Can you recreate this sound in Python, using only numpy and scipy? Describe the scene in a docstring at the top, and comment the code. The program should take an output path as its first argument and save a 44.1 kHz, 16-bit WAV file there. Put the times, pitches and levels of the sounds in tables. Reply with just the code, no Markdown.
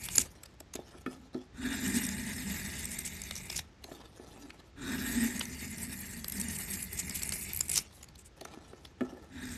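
"""In a workshop, close by: a curved drawknife works a softwood board clamped in a shaving horse.
A pull is ending: splinters crack, the shaving tears off, then the blade slides back and knocks on the board.
Two pulls follow, the second longer, with sliding, knocks and ticks between; a fourth has just begun at the end.
Random streams of fibre breaks, shaped by resonances and spectra, make hiss, rasp and shake; knocks are
sums of decaying modes. A short room tail and a low rumble lie under it all."""
import sys
import numpy as np
from scipy import signal
from scipy.fft import rfft, irfft, next_fast_len
from scipy.io import wavfile
from scipy.ndimage import uniform_filter1d, map_coordinates

SR = 44100
rng = np.random.default_rng(int(sys.argv[2]) if len(sys.argv) > 2 else 0)


def store_wav(level_fs):
    """Save 16-bit WAV to argv[1]."""
    pcm = np.round(np.clip(np.atleast_2d(level_fs), -1, 1) * 32767)
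    wavfile.write(sys.argv[1], SR, pcm.T.astype(np.int16))


N = 422037
TIME = np.arange(N) / SR  # [s]


def gain_of(db):
    """Decibels to amplitude."""
    return 10 ** (np.asarray(db) / 20)


def evened(x):
    """Scales to rms 1."""
    return x / np.sqrt(np.mean(x ** 2) + 1e-20)


def read(points, hz):
    """Reads a curve over frequency on a logarithmic axis."""
    f, value = np.transpose(points)
    return np.interp(np.log(hz + 1), np.log(f + 1), value)


def add(mix, s, sound):
    """Mixes a sound in at a time in seconds."""
    part = mix[max(round(s * SR), 0):][:len(sound)]
    part += sound[:len(part)]


def colour(x, points):
    """Gives x a spectrum, at rms 1."""
    size = next_fast_len(len(x))
    filter_gain = gain_of(read(points, np.fft.rfftfreq(size, 1 / SR)))
    return evened(irfft(rfft(x, size) * filter_gain, size)[:len(x)])


def resonate(x, hz, width):
    """A resonance of gain 1 whose pitch can follow a curve; width in Hz."""
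    turn = np.exp(2j * np.pi * np.cumsum(hz * np.ones(len(x))) / SR)
    r = np.exp(-np.pi * width / SR)
    # shift the pitch down to zero, smooth, and shift it back
    smooth = signal.lfilter([1 - r], [1, -r], x / turn + 1e-18)
    return 2 * (turn * smooth).real


def narrowed(x, hz, first_width, second_width):
    """Two resonances in a row at one pitch, for steeper sides."""
    return resonate(resonate(x, hz, first_width), hz, second_width)


def mode_bank(x, modes):
    """Parallel resonances driven by one signal, at rms 1."""
    return evened(sum(gain_of(db) * resonate(x, hz, width) for hz, width, db in modes))


def wander(count):
    """Random curve of rms 1 with count knots a second, joined by straight lines."""
    knots = rng.standard_normal(N * count // SR + 2)
    return evened(np.interp(TIME * count, np.arange(len(knots)), knots))


def fractures(per_s, spread_db):
    """A stream of tiny breaks, most small and a few large."""
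    size = gain_of(spread_db * np.minimum(rng.exponential(1, N), 4))
    happens = rng.random(N) < per_s / SR
    return evened(size * rng.choice([-1, 1], N) * happens)


def scatter(x, share, decay_s):
    """Board, blade and clamp throw back close echoes that ripple the spectrum."""
    t = np.arange(512) / SR
    echoes = rng.standard_normal(len(t)) * np.exp(-t / decay_s)
    return evened(x + share * signal.oaconvolve(x, echoes / np.linalg.norm(echoes))[:N])


def shift_patches(x, slow_db, quick_db):
    """Random patches over time and pitch keep shifting which pitches stand out; rms 1."""
    z = signal.stft(x, SR, nperseg=512, noverlap=384)[2]

    def patches(size, count):
        """Smooth random map: size in frequency bins, count in time frames."""
        grid = np.indices(z.shape) / np.reshape([size, count], (2, 1, 1))
        knots = rng.standard_normal((len(z) // size + 2, z.shape[1] // count + 2))
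        return evened(map_coordinates(knots, grid, order=1))

    z = z * gain_of(slow_db * patches(size=2, count=14) + quick_db * patches(size=16, count=6))
    return evened(signal.istft(z, SR, nperseg=512, noverlap=384)[1][:N])


# spectrum of the quiet place: (frequency [Hz], level [dB per Hz])
QUIET_SPECTRUM = [(12, -42), (20, -20.5), (59, 10.5), (105, 4), (741, -16), (2200, -18), (2810, -20.5),
                  (5100, -23.5), (6880, -28), (12200, -53), (13200, -48)]
QUIET_DB = -58


def room_rumble():
    """The low rumble of the room is steady coloured noise."""
    return gain_of(QUIET_DB) * colour(rng.standard_normal(N), QUIET_SPECTRUM)


# how fast the workshop dies away: (frequency [Hz], t60 [s])
ROOM_DECAY = [(100, 0.083), (1000, 0.41), (4000, 0.16), (12000, 0.1)]


def workshop(x):
    """A short diffuse tail, each band dying at its own speed."""
    taps = rng.standard_normal(SR // 2) * (np.arange(SR // 2) > SR * .006)
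    hz, t, z = signal.stft(taps, SR, nperseg=256)
    decay = gain_of(-60 * t / read(ROOM_DECAY, hz)[:, None])
    tail = signal.istft(z * decay, SR, nperseg=256)[1]
    return signal.fftconvolve(x, tail / np.linalg.norm(tail))[:N]


# pulls from clamp to free end, also played by pulls():
# (start [s], end [s], final curl: how far the shaving stands off [0-1])
STROKES = [(-2.8, .222, .9), (1.53, 3.6, .22), (4.755, 7.8, 1), (9.295, 11.8, .2)]
# the blade sliding back: (start [s], end [s], scuff level [dB], wooden rub level [dB])
SLIDES = [(.74, 1.12, -62, -62), (1.05, 1.3, -63, -61), (1.33, 1.48, -63, -61), (3.82, 4.22, -59.5, -60.5),
          (4.15, 4.52, -58.5, -59), (4.38, 4.72, -64, -63), (8.36, 8.97, -61, -59), (8.98, 9.32, -65, -55)]
SLIDE_ARCH, SLIDE_SKEW = .7, .6  # exponents: a slide swells early and fades slowly
HANDLING_DB = -69  # the board creaks faintly under the hands all the time
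RUSTLE_DB, RUSTLE_S = -55, .15  # the freed shaving settles; level at full curl, decay time


def slides():
    """Gains of scuff and rub: an arch for each slide, and the fading rustle of each freed shaving."""
    scuff, rub = np.zeros(N), np.full(N, gain_of(HANDLING_DB))
    for start, end, scuff_db, rub_db in SLIDES:
        u = np.clip((TIME - start) / (end - start), 0, 1)
        arch = abs(np.sin(np.pi * u ** SLIDE_SKEW)) ** SLIDE_ARCH
        scuff = np.maximum(scuff, gain_of(scuff_db) * arch)
        rub = np.maximum(rub, gain_of(rub_db) * arch)
    for start, end, curl in STROKES:
        fade = (TIME > end) * np.exp(-abs(TIME - end) / RUSTLE_S)
        scuff = scuff + gain_of(RUSTLE_DB) * curl * fade
    return scuff, rub


# spectrum of the light scuff: (frequency [Hz], level [dB per Hz])
SCUFF_SPECTRUM = [(710, -8), (1200, -7.5), (1590, -15), (1740, -8.5), (2210, -12.5), (3410, -7),
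                  (4650, -11), (5510, -8), (13000, -18), (13600, -35)]
# modes of the dragging blade: (frequency [Hz], width [Hz], level [dB])
DRAG_MODES = [(820, 70, -3), (1320, 35, 0), (1740, 45, -2)]
DRAG_DB = -10  # relative to the wooden rub


def sliding():
    """The unloaded blade scuffs lightly over the cut face and stirs the board."""
    grit = fractures(per_s=3000, spread_db=3.4) * gain_of(3.0 * wander(count=70))
    scuff = shift_patches(colour(grit, SCUFF_SPECTRUM), slow_db=4.0, quick_db=3.0)
    # the lightest touch only brushes the tips of the grain, so the top of the scuff comes and goes
    top = signal.sosfilt(signal.butter(1, 6000, "high", fs=SR, output="sos"), scuff)
    scuff = scuff + top * (gain_of(7.0 * np.tanh(wander(count=22)) - 3.5) - 1)
    rub = colour(grit, [(100, -7), (140, 4), (190, 7), (255, 6.5), (310, 10.5), (390, 9), (550, 1),
                        (850, -2.5), (1100, -12), (1300, -9.5), (2000, -47)])
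    steel = mode_bank(grit, DRAG_MODES)  # the dragging blade rings faintly
    scuff_gain, rub_gain = slides()
    return scuff * scuff_gain + (rub + gain_of(DRAG_DB) * steel) * rub_gain


def ring(modes, t, held):
    """Decaying sines, each slightly detuned; held is the ring length as a share of the free ring."""
    total = 0
    for hz, db, t60 in modes:
        phase = 2 * np.pi * hz * rng.uniform(.985, 1.015) * t + rng.uniform(0, 2 * np.pi)
        total = total + gain_of(db - 60 * t / (t60 * held)) * np.sin(phase)
    return total


# the blade set down or bumping on the board: (time [s], wood level [dB], main ring [Hz],
# steel ring level re wood [dB], share of the free ring length, fall of the other modes [dB per octave])
KNOCKS = [(.178, -34, 175, -22, .8, 14), (.606, -42, 700, -20, .25, 10), (.752, -31.5, 440, -17, .35, 5),
          (.791, -31.5, 480, -35, .25, 13), (.95, -42.5, 450, -27.5, .25, 8), (1.062, -29, 210, -1, .8, 10),
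          (1.345, -27, 300, -21, 1.05, 14), (3.845, -42, 550, -20, .4, 8), (3.885, -43, 600, -25, .4, 8),
          (3.915, -34.5, 620, -12, .25, 7), (3.996, -45, 480, -25, .3, 10),
          (4.196, -39.5, 430, -15, .4, 10), (8.413, -38.5, 600, -15, .4, 10),
          (8.453, -38.5, 654, 2, .3, 10), (8.574, -36, 447, -28, .13, 10), (8.733, -37, 420, -8, .25, 10),
          (9.008, -22, 265, -9, .75, 8), (9.122, -37, 330, -17, .8, 10)]
# modes of the board: (frequency [Hz], level [dB], free t60 [s])
BOARD_MODES = [(135, -7, .12), (201.6, -8, .12), (258, 1, .2), (321.5, -2, .093), (369, -1, .19),
               (440, -5, .12), (560, -6, .11), (655, -1, .11), (775, -4, .1), (900, -6, .07),
               (1090, -11, .05)]
# modes of the knocking steel: (frequency [Hz], level [dB], free t60 [s])
STEEL_MODES = [(1250, -2, .08), (1325, -5, .115), (1400, -3, .063), (1734, -16, .2), (1775, -3, .062),
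               (2293, -22, .09), (2504, -15, .12), (3330, -19, .12)]


def knocks():
    """The blade meets the board: steel rings at once, the board follows; the place of the blow picks its modes."""
    out, t = np.zeros(N), np.arange(SR // 3) / SR
    for s, db, main_hz, steel_db, held, fall_db in KNOCKS:
        struck = [(f, d - fall_db * abs(np.log2(f / main_hz)), t60) for f, d, t60 in BOARD_MODES]
        wood = ring(struck, t, held) * (1 - np.exp(-t / (.008 * held)))
        steel = ring(STEEL_MODES, t, .75 * held) * (1 - np.exp(-t / 0.00032))
        thud = colour(rng.standard_normal(len(t)) * np.exp(-t / (0.022 * held)),
                      [(70, 2), (140, 8), (700, 2), (1100, -12), (4000, -37)])
        tick = colour(rng.standard_normal(len(t)) * np.exp(-t / 0.0057),
                      [(300, -8), (800, -24), (2000, -3), (4500, -21.5), (9000, -28.5)])
        bright = steel / abs(steel).max() + .45 * tick / abs(tick).max()
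        blow = wood / abs(wood).max() + gain_of(-12.5) * thud / abs(thud).max()
        blow += gain_of(steel_db) * bright
        add(out, s, gain_of(db) * np.sqrt(1 - t / t[-1]) * blow)
    return out


# the shaving tearing along the grain or brushing past the blade:
# (time [s], length [s], level [dB], centre [Hz])
TEARS = [(.034, .032, -38.5, 11000), (.106, .044, -43, 7300), (.194, .03, -30, 7400),
         (1.94, .055, -37, 8700), (2.033, .03, -38, 9500), (2.78, .032, -43, 11000),
         (2.905, .048, -41, 9000), (3.048, .04, -37.5, 8000), (3.364, .028, -44, 6000),
         (3.51, .045, -44, 2400), (3.553, .05, -38.5, 5600), (6.548, .022, -38, 8500),
         (6.725, .04, -40, 8000), (6.972, .048, -36, 7700), (7.147, .034, -36, 11500),
         (7.322, .028, -36.5, 9500), (7.718, .036, -35.5, 9000), (7.748, .052, -31, 5400),
         (7.92, .085, -61, 11000), (8.178, .05, -57, 8000), (8.245, .042, -57, 8500)]


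def tearing():
    """A split runs ahead of the edge in a short, coarse rip; the loose strip rings at its own pitch."""
    rip = fractures(per_s=5000, spread_db=2.2) * gain_of(4.0 * np.tanh(wander(count=220)))
    broad = colour(rip, [(300, -33), (1200, -22), (2400, -3), (3000, -4), (4000, -7.5), (5800, -1.5),
                         (7400, 2.5), (10000, -3), (13050, -5), (13600, -35)])
    out = np.zeros(N)
    for s, length, db, hz in TEARS:
        t = np.arange(int(length * SR)) / SR
        part = slice(int(s * SR), int(s * SR) + len(t))
        strip = evened(narrowed(rip[part], hz, .22 * hz, .45 * hz))
        gate = np.sin(np.pi * (t / length) ** .8) ** .6
        add(out, s, gain_of(db) * gate * evened(strip + gain_of(1.0) * evened(broad[part])))
    return out


# modes of a sliver: (multiple of its pitch, level [dB])
SLIVER_MODES = [(.72, -11), (1, 0), (1.5, -10)]
SLIVER_TOP_HZ = 13000  # sliver modes above this pitch are left out


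def crack(out_db, hz, length, wood_db, snap_db):
    """A ragged run of snaps that builds up to its middle, rings a sliver of wood and taps the board."""
    t = (np.arange(2048) - 1024) / SR
    swell = np.exp(-(abs(t) / max(.75 * length, .0004)) ** 1.3) + .08 * np.exp(-abs(t) / 0.0019)
    run = rng.standard_normal(len(t)) * swell * (rng.random(len(t)) < .3)
    sliver = [(hz * ratio, db) for ratio, db in SLIVER_MODES if hz * ratio < SLIVER_TOP_HZ]
    ringing = evened(sum(gain_of(db) * evened(narrowed(run, f, 700, 1900)) for f, db in sliver))
    snap = colour(run, [(900, -25), (2500, -5), (7000, 5), (12500, 4), (15500, -8)])
    tap = rng.standard_normal(len(t)) * np.exp(-abs(t) / 0.0028) * (t > -.001)
    tap = colour(tap, [(120, -17), (400, -6), (900, -8.5), (2300, -6), (5000, -11), (9000, -28)])
    sound = ringing + gain_of(snap_db) * snap + gain_of(wood_db) * tap
    # the level counts the whole energy as if spread over 10 ms
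    return gain_of(out_db) * sound / np.sqrt(np.sum(sound ** 2) / (SR / 100))


# the big splinters, also used by hiss_dips(): (time [s], level over 10 ms [dB], centre [Hz],
# length scale [s], bright snap re ring [dB])
SPLINTERS = [(.0865, -39, 3600, .0015, -4), (.1555, -30, 6900, .0045, -8), (.159, -34, 12000, .002, -10),
             (.166, -37, 10000, .0015, -10), (.171, -34, 10000, .002, -10), (.1815, -18, 7130, .0025, -18),
             (.1925, -33, 10000, .0006, -9), (1.878, -38, 7900, .0043, -8), (2.0657, -37, 7850, .003, -8),
             (2.089, -38, 7000, .0025, -8), (2.844, -42, 9000, .002, -8), (2.855, -36, 8000, .003, -8),
             (2.989, -34.5, 8500, .003, -1), (3.2175, -40, 7400, .002, -4), (3.237, -44, 6500, .002, -6),
             (3.31, -37.5, 3600, .002, -2), (3.355, -41, 5800, .002, -3), (3.3633, -41.5, 5800, .002, -7),
             (3.5005, -37, 5200, .0037, -7), (3.527, -45, 5000, .004, -12), (3.5645, -36, 7000, .003, -8),
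             (3.577, -37, 9500, .0025, -5), (3.591, -36.5, 3800, .005, -4), (5.3945, -36, 8500, .0015, -10),
             (5.4114, -33, 3000, .0075, -22), (5.454, -43, 6000, .003, -5), (6.244, -38.5, 4200, .0018, 1),
             (6.283, -35.5, 11700, .003, -7), (6.298, -39.5, 11500, .002, -4), (6.322, -37, 11500, .003, 0),
             (6.399, -36.5, 8500, .003, -5), (6.405, -38, 10500, .0025, -10), (6.4135, -34, 8250, .003, -3),
             (6.485, -38, 9000, .003, -9), (6.587, -40, 8340, .003, -9), (6.8269, -35.5, 10300, .0045, -6),
             (6.931, -39.5, 12000, .002, -12), (6.997, -35, 7700, .007, -10), (7.096, -38, 7500, .002, 0),
             (7.109, -44, 5000, .0045, -15), (7.219, -43, 4500, .001, -8), (7.2245, -39, 7500, .0015, -10),
             (7.2328, -33, 8000, .003, 1), (7.2917, -34, 8700, .0012, -8), (7.322, -36.5, 4500, .002, -1),
             (7.533, -36, 12000, .002, -9), (7.547, -39, 11000, .002, -9), (7.5625, -36, 12000, .002, -9),
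             (7.573, -36, 12000, .0015, -9), (7.592, -38, 11500, .0015, -12),
             (7.6085, -26, 7240, .0034, -7), (7.683, -42, 8500, .002, -10), (7.694, -34, 11000, .0006, -6),
             (7.698, -33, 7850, .002, -8), (7.7155, -31, 10000, .0018, -7), (7.74, -35, 7950, .002, -6),
             (7.758, -30, 7500, .0016, -6), (7.768, -32, 6000, .002, -6), (7.777, -26.5, 6500, .0018, -3),
             (7.787, -33.5, 5400, .002, -6)]
# the edge ticks against the wood between strokes: (time [s], level over 10 ms [dB], centre [Hz])
TICKS = [(.435, -47, 7740), (.4587, -52.5, 5000), (.604, -48, 7600), (.7387, -43, 6400), (.754, -41, 7000),
         (.76, -47, 3700), (3.8414, -45, 4040), (4.5042, -47, 2100), (8.03, -48, 7140), (8.042, -52, 7000),
         (8.087, -56, 4500), (8.156, -55, 4000), (8.4116, -47.5, 4160), (8.451, -47, 6000),
         (8.852, -48, 3140)]
THICK_HZ, THIN_DB_PER_OCTAVE = 4200, -18  # thick, low splinters tap the board; thinner ones hardly do
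TICK_S, TICK_WOOD_DB, TICK_DULL_DB_PER_OCTAVE = .0033, -4.5, -18  # lower ticks snap less
CHIPS_PER_S = 60  # rate at the free end
CHIP_DB, CHIP_SPREAD_DB = -2.5, 3  # relative to the hiss gain; spread either way
CHIP_HZ, CHIP_S = 7800, .002  # centre before its random factor; length scale


def splinters(place, hiss_gain):
    """Big splinters and ticks of the edge, and small chips at random as the edge nears the free end."""
    cracks = []
    for s, db, hz, length, snap_db in SPLINTERS:
        wood_db = -2 + THIN_DB_PER_OCTAVE * max(np.log2(hz / THICK_HZ), 0)
        cracks.append((s, db, hz, length, wood_db, snap_db))
    for s, db, hz in TICKS:
        snap_db = -3 + TICK_DULL_DB_PER_OCTAVE * max(np.log2(THICK_HZ / hz), 0)
        cracks.append((s, db, hz, TICK_S, TICK_WOOD_DB, snap_db))
    out = np.zeros(N)
    for s, *shape in cracks:
        sound = crack(*shape)
        add(out, s + .0011 - len(sound) / 2 / SR, sound)
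    for at in np.flatnonzero(rng.random(N) < CHIPS_PER_S * place / SR):
        db = CHIP_DB + CHIP_SPREAD_DB * rng.uniform(-1, 1)
        sound = crack(db, CHIP_HZ * rng.uniform(.55, 1.4), CHIP_S, wood_db=-18, snap_db=-12)
        add(out, at / SR - len(sound) / 2 / SR, hiss_gain[at] * sound)
    return out


HISS_DIP_DB, HISS_DIP_S = -4.5, .034  # depth and length of a dip


def hiss_dips():
    """Gain of the fine hiss: it dips briefly around each big splinter."""
    near, hump = np.zeros(N), np.hanning(int(HISS_DIP_S * SR))
    for s, *_ in SPLINTERS:
        add(near, s - HISS_DIP_S / 2, hump)
    return gain_of(HISS_DIP_DB * np.minimum(1.5 * near, 1))


DIG_S = .05  # width of a shudder or push


def swells(rows):
    """A smooth hump of the given height at each time."""
    return sum(height * np.exp(-.5 * ((TIME - s) / DIG_S) ** 2) for s, height in rows)


def stroke_curve(curves, which):
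    """Reads, at each moment, the curve that belongs to the current stroke."""
    return np.choose(which, [np.interp(TIME, *np.transpose(rows)) for rows in curves])


# how hard the edge bites, one curve a stroke: (time [s], effort [dB])
EFFORT = [
    [(.08, -51), (.15, -47)],
    [(1.65, -44.5), (1.92, -41.5), (2.1, -45), (2.6, -44.5), (2.9, -48), (3.42, -52), (3.55, -49.5)],
    [(4.85, -43), (5.22, -42), (5.52, -52), (5.9, -48.5), (6.2, -51.5), (6.4, -47.5), (6.7, -47.5),
     (6.9, -51), (7.15, -47.5), (7.58, -48)],
    [(9.45, -47), (9.57, -50)],
]
# the rasp climbs as the edge sinks, and again near the free end; one curve a stroke: (time [s], centre [Hz])
RASP = [
    [(.05, 2200), (.2, 2300)],
    [(1.55, 1480), (1.8, 1750), (2.1, 1900), (2.55, 1880), (3.0, 2020), (3.55, 2250)],
    [(4.77, 1400), (5.0, 1650), (5.25, 1900), (5.7, 2080), (6.1, 1880), (6.9, 2020), (7.45, 2250),
     (7.78, 2280)],
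    [(9.33, 1700), (9.57, 1680)],
]
# brief moments when the cut weakens, in mid-pull or near its end: (start [s], end [s], effort change [dB])
WEAK_MOMENTS = [(3.475, 3.495, -5), (6.2, 6.32, -3.5), (6.845, 6.925, -2), (7.616, 7.69, -9)]
# the board shudders where the edge digs in, and calms where it skims: (time [s], extra shake [dB])
DIGS = [(1.77, -3), (1.95, 3.5), (2.45, 2), (5.05, -2), (5.22, 3), (5.9, 4), (6.42, 9), (6.88, -4),
        (7.07, 8), (7.33, 8), (9.36, -4), (9.54, -6)]
# the blade is pushed into place by the clamp and the board groans: (time [s], shake level [dB])
PUSHES = [(1.22, -55), (4.45, -54)]
ENTRY_S, RELEASE_S, SINK_S = .13, .016, .25  # the edge enters, leaves, and sinks to its full depth
RETURN_S = .4  # time for the way back
CLAMP_HZ, FREE_END_HZ = 268, 180  # the board is stiffer near the clamp; pitches before the waver
CLAMP_REACH = .28  # share of the board's length
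BOARD_WAVER = .045  # rms share by which the board's pitch wavers under the hands
FIRST_CURL, CURL_REACH = .5, .7  # the shaving springs up; share of the board to its final curl
HISS_DB, SHALLOW_HISS_DB, CURL_HISS_DB, RASP_DB = -3.5, -7, 1.2, -3.3  # relative to the effort
SHAKE_DB, FULL_EFFORT_DB, SHAKE_POWER = 5.0, -44, 1.25  # the shake outgrows the effort
END_SHAKE_DB = -17.5  # and fades toward the free end


def pulls():
    """Pitches, curl and gains of the cut follow from the effort and the blade's place along the board."""
    starts, ends, curls = np.transpose(STROKES)
    which = np.maximum(np.searchsorted(starts, TIME) - 1, 0)
    age = np.maximum(TIME - starts[which], 0)
    past = np.maximum(TIME - ends[which], 0)
    place = np.minimum(age / (ends - starts)[which], 1)  # 0 at the clamp, 1 at the free end
    shallow = np.exp(-age / SINK_S)

    effort_db = stroke_curve(EFFORT, which)
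    weak_db = sum(db * ((TIME > start) & (TIME < end)) * 1. for start, end, db in WEAK_MOMENTS)
    weak_db = uniform_filter1d(weak_db, size=200)
    bite = gain_of(effort_db + weak_db) * np.minimum(age / ENTRY_S, 1) * np.exp(-past / RELEASE_S)
    rasp_hz = stroke_curve(RASP, which)

    reach = place * np.exp(-(past / RETURN_S) ** 2)  # after the cut the blade travels back to the clamp
    board_hz = FREE_END_HZ + (CLAMP_HZ - FREE_END_HZ) * np.exp(-reach / CLAMP_REACH)
    board_hz = board_hz * (1 + BOARD_WAVER * wander(count=14))

    grown = FIRST_CURL + (curls[which] - FIRST_CURL) * np.minimum(place / CURL_REACH, 1)
    curl = np.clip((1 - shallow) ** 3 * grown, 0, 1)
    hiss_db = HISS_DB + SHALLOW_HISS_DB * shallow ** 2 + CURL_HISS_DB * curl
    hiss_gain = bite * gain_of(hiss_db) * hiss_dips()

    shake_db = SHAKE_DB + (SHAKE_POWER - 1) * (effort_db - FULL_EFFORT_DB)
    shake_db = shake_db + END_SHAKE_DB * place ** 2 + swells(DIGS)
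    shake = bite * gain_of(shake_db) + swells([(s, gain_of(db)) for s, db in PUSHES])
    return rasp_hz, board_hz, place, curl, hiss_gain, bite * gain_of(RASP_DB), shake


# spectrum of breaking fibres, also played by cutting(): (frequency [Hz], level [dB per Hz])
FIBRE_SPECTRUM = [(1530, -20), (2600, -5.5), (2850, -0.5), (3170, -8), (3630, -1.5), (4040, -3.5),
                  (4450, -2.5), (4950, -4), (5530, -1), (6550, -3), (6950, 3.5), (7600, 5), (8150, 1),
                  (9000, 0), (10900, -10), (12600, -1), (13080, -2), (13500, -35)]


def crackle(per_s, spread_db, count):
    """Single stiff fibres ping as they part, each length at its own pitch; count pitches in all."""
    out, t = np.zeros(N), np.arange(400) / SR
    for hz in np.linspace(4200, 12800, count):
        u = t * hz / rng.uniform(1, 4)
        ping = u ** 2 * np.exp(-u) * np.sin(2 * np.pi * hz * t) * gain_of(.5 * read(FIBRE_SPECTRUM, hz))
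        for s, size in rng.random((int(per_s * N / SR / count), 2)):
            add(out, s * N / SR, gain_of(spread_db * min(-np.log(1 - size), 3)) * ping)
    return evened(out)


# spectra of the rasping wood, shaken board and shaken bench: (frequency [Hz], level [dB per Hz])
WOOD_SPECTRUM = [(150, -29), (250, -7), (310, 9), (375, 10), (520, -6), (660, 4), (760, -8), (860, 5),
                 (1150, -4), (2400, 4), (3600, -17)]
BODY_SPECTRUM = [(110, -14), (160, -17), (190, 1.5), (218, -4.5), (255, 5), (310, -9), (372, -1.5),
                 (520, -8), (900, -19.5)]
BENCH_SPECTRUM = [(20, -32), (45, -4), (66, -0.5), (86, 3), (106, -10.5), (132, -4), (190, -6.5),
                  (300, -19.5), (600, -58)]
# modes of the blade while it is in the wood: (frequency [Hz], width [Hz], level [dB])
BLADE_MODES = [(1660, 70, -3), (1835, 38, 3), (2054, 52, 2), (2236, 60, -5), (2490, 50, -2), (2850, 110, 0)]


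def cutting(rasp_hz, board_hz, curl, hiss_gain, bite, shake):
    """Fibres break under the edge in clumps as it catches and slips through the grain."""
    catch_db = 1.6 * wander(count=30) + .9 * wander(count=140) + 1.11 * wander(count=600)
    breaks = fractures(per_s=7000, spread_db=0.5) * gain_of(catch_db)

    # a long shaving standing off the blade radiates more of the top octave
    fizz_db = catch_db + 6.5 * np.tanh(wander(count=45))
    fizz = fractures(per_s=2000, spread_db=3.2) * gain_of(fizz_db)
    fizz = colour(fizz, [(5000, -38), (7500, -4), (10500, -2), (13050, -3), (13500, -32)])
    hiss = gain_of(2.5) * scatter(colour(breaks, FIBRE_SPECTRUM), share=0.7, decay_s=0.0061)
    hiss += gain_of(4.0) * curl * fizz
    # random patches keep shifting which pitches of the hiss stand out
    hiss = np.std(hiss) * shift_patches(hiss, slow_db=3.8, quick_db=2.8)
    pings = crackle(per_s=700, spread_db=4.0, count=30)
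    hiss += gain_of(-5.5) * colour(pings, [(12900, 0), (13500, -30)])
    # while the edge is only entering the wood, the hiss is still dull
    hiss -= np.clip(1 - 5 * curl, 0, 1) * (hiss - uniform_filter1d(hiss, size=3))

    # a band with a narrow core climbs along the stroke and wakes each blade mode that it passes
    band = evened(narrowed(breaks, rasp_hz, 620, 1100))
    core = evened(narrowed(breaks, rasp_hz, 200, 330))
    modes = mode_bank(band, BLADE_MODES)
    rasp = gain_of(-7.0) * band + gain_of(-16.0) * core + gain_of(-8.5) * modes
    rasp += gain_of(-3.5) * scatter(colour(breaks, WOOD_SPECTRUM), share=.45, decay_s=.006)
    # the blade's upper resonance speaks while the shaving is still short
    upper = evened(narrowed(breaks, 3650, 600, 700))
    rasp += gain_of(-7.5) * np.clip(1 - 1.3 * curl, 0, 1) * upper

    # the jerking pull bends the board and shakes the bench under it
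    pull = fractures(per_s=1600, spread_db=1.6) * gain_of(0.16 * catch_db)
    board = colour(narrowed(pull, board_hz, 60, 130), BODY_SPECTRUM)
    bench = gain_of(-28.0) * bite ** .4 * colour(pull, BENCH_SPECTRUM)
    return hiss * hiss_gain + rasp * bite + board * shake + bench


def scene():
    """The work at the bench, close by, over the low rumble of the room."""
    rasp_hz, board_hz, place, curl, hiss_gain, bite, shake = pulls()
    work = sliding() + knocks() + tearing() + splinters(place, hiss_gain)
    work = work + cutting(rasp_hz, board_hz, curl, hiss_gain, bite, shake)
    tail = gain_of(-19.0) * workshop(work)
    return (work + tail + room_rumble())[None]


EDGE_HZ = 15700  # band limit


def record(dry):
    """One microphone channel: the top of the treble falls away in a step before the band limit."""
    soft = signal.oaconvolve(dry, signal.firwin(255, 13250, fs=SR)[None], "same")
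    dull = soft + gain_of(-16.0) * (dry - soft)
    band_limit = signal.firwin(511, EDGE_HZ, window=("kaiser", 9), fs=SR)
    return signal.oaconvolve(dull, band_limit[None], "same")


dry = scene()
out = record(dry)
store_wav(out)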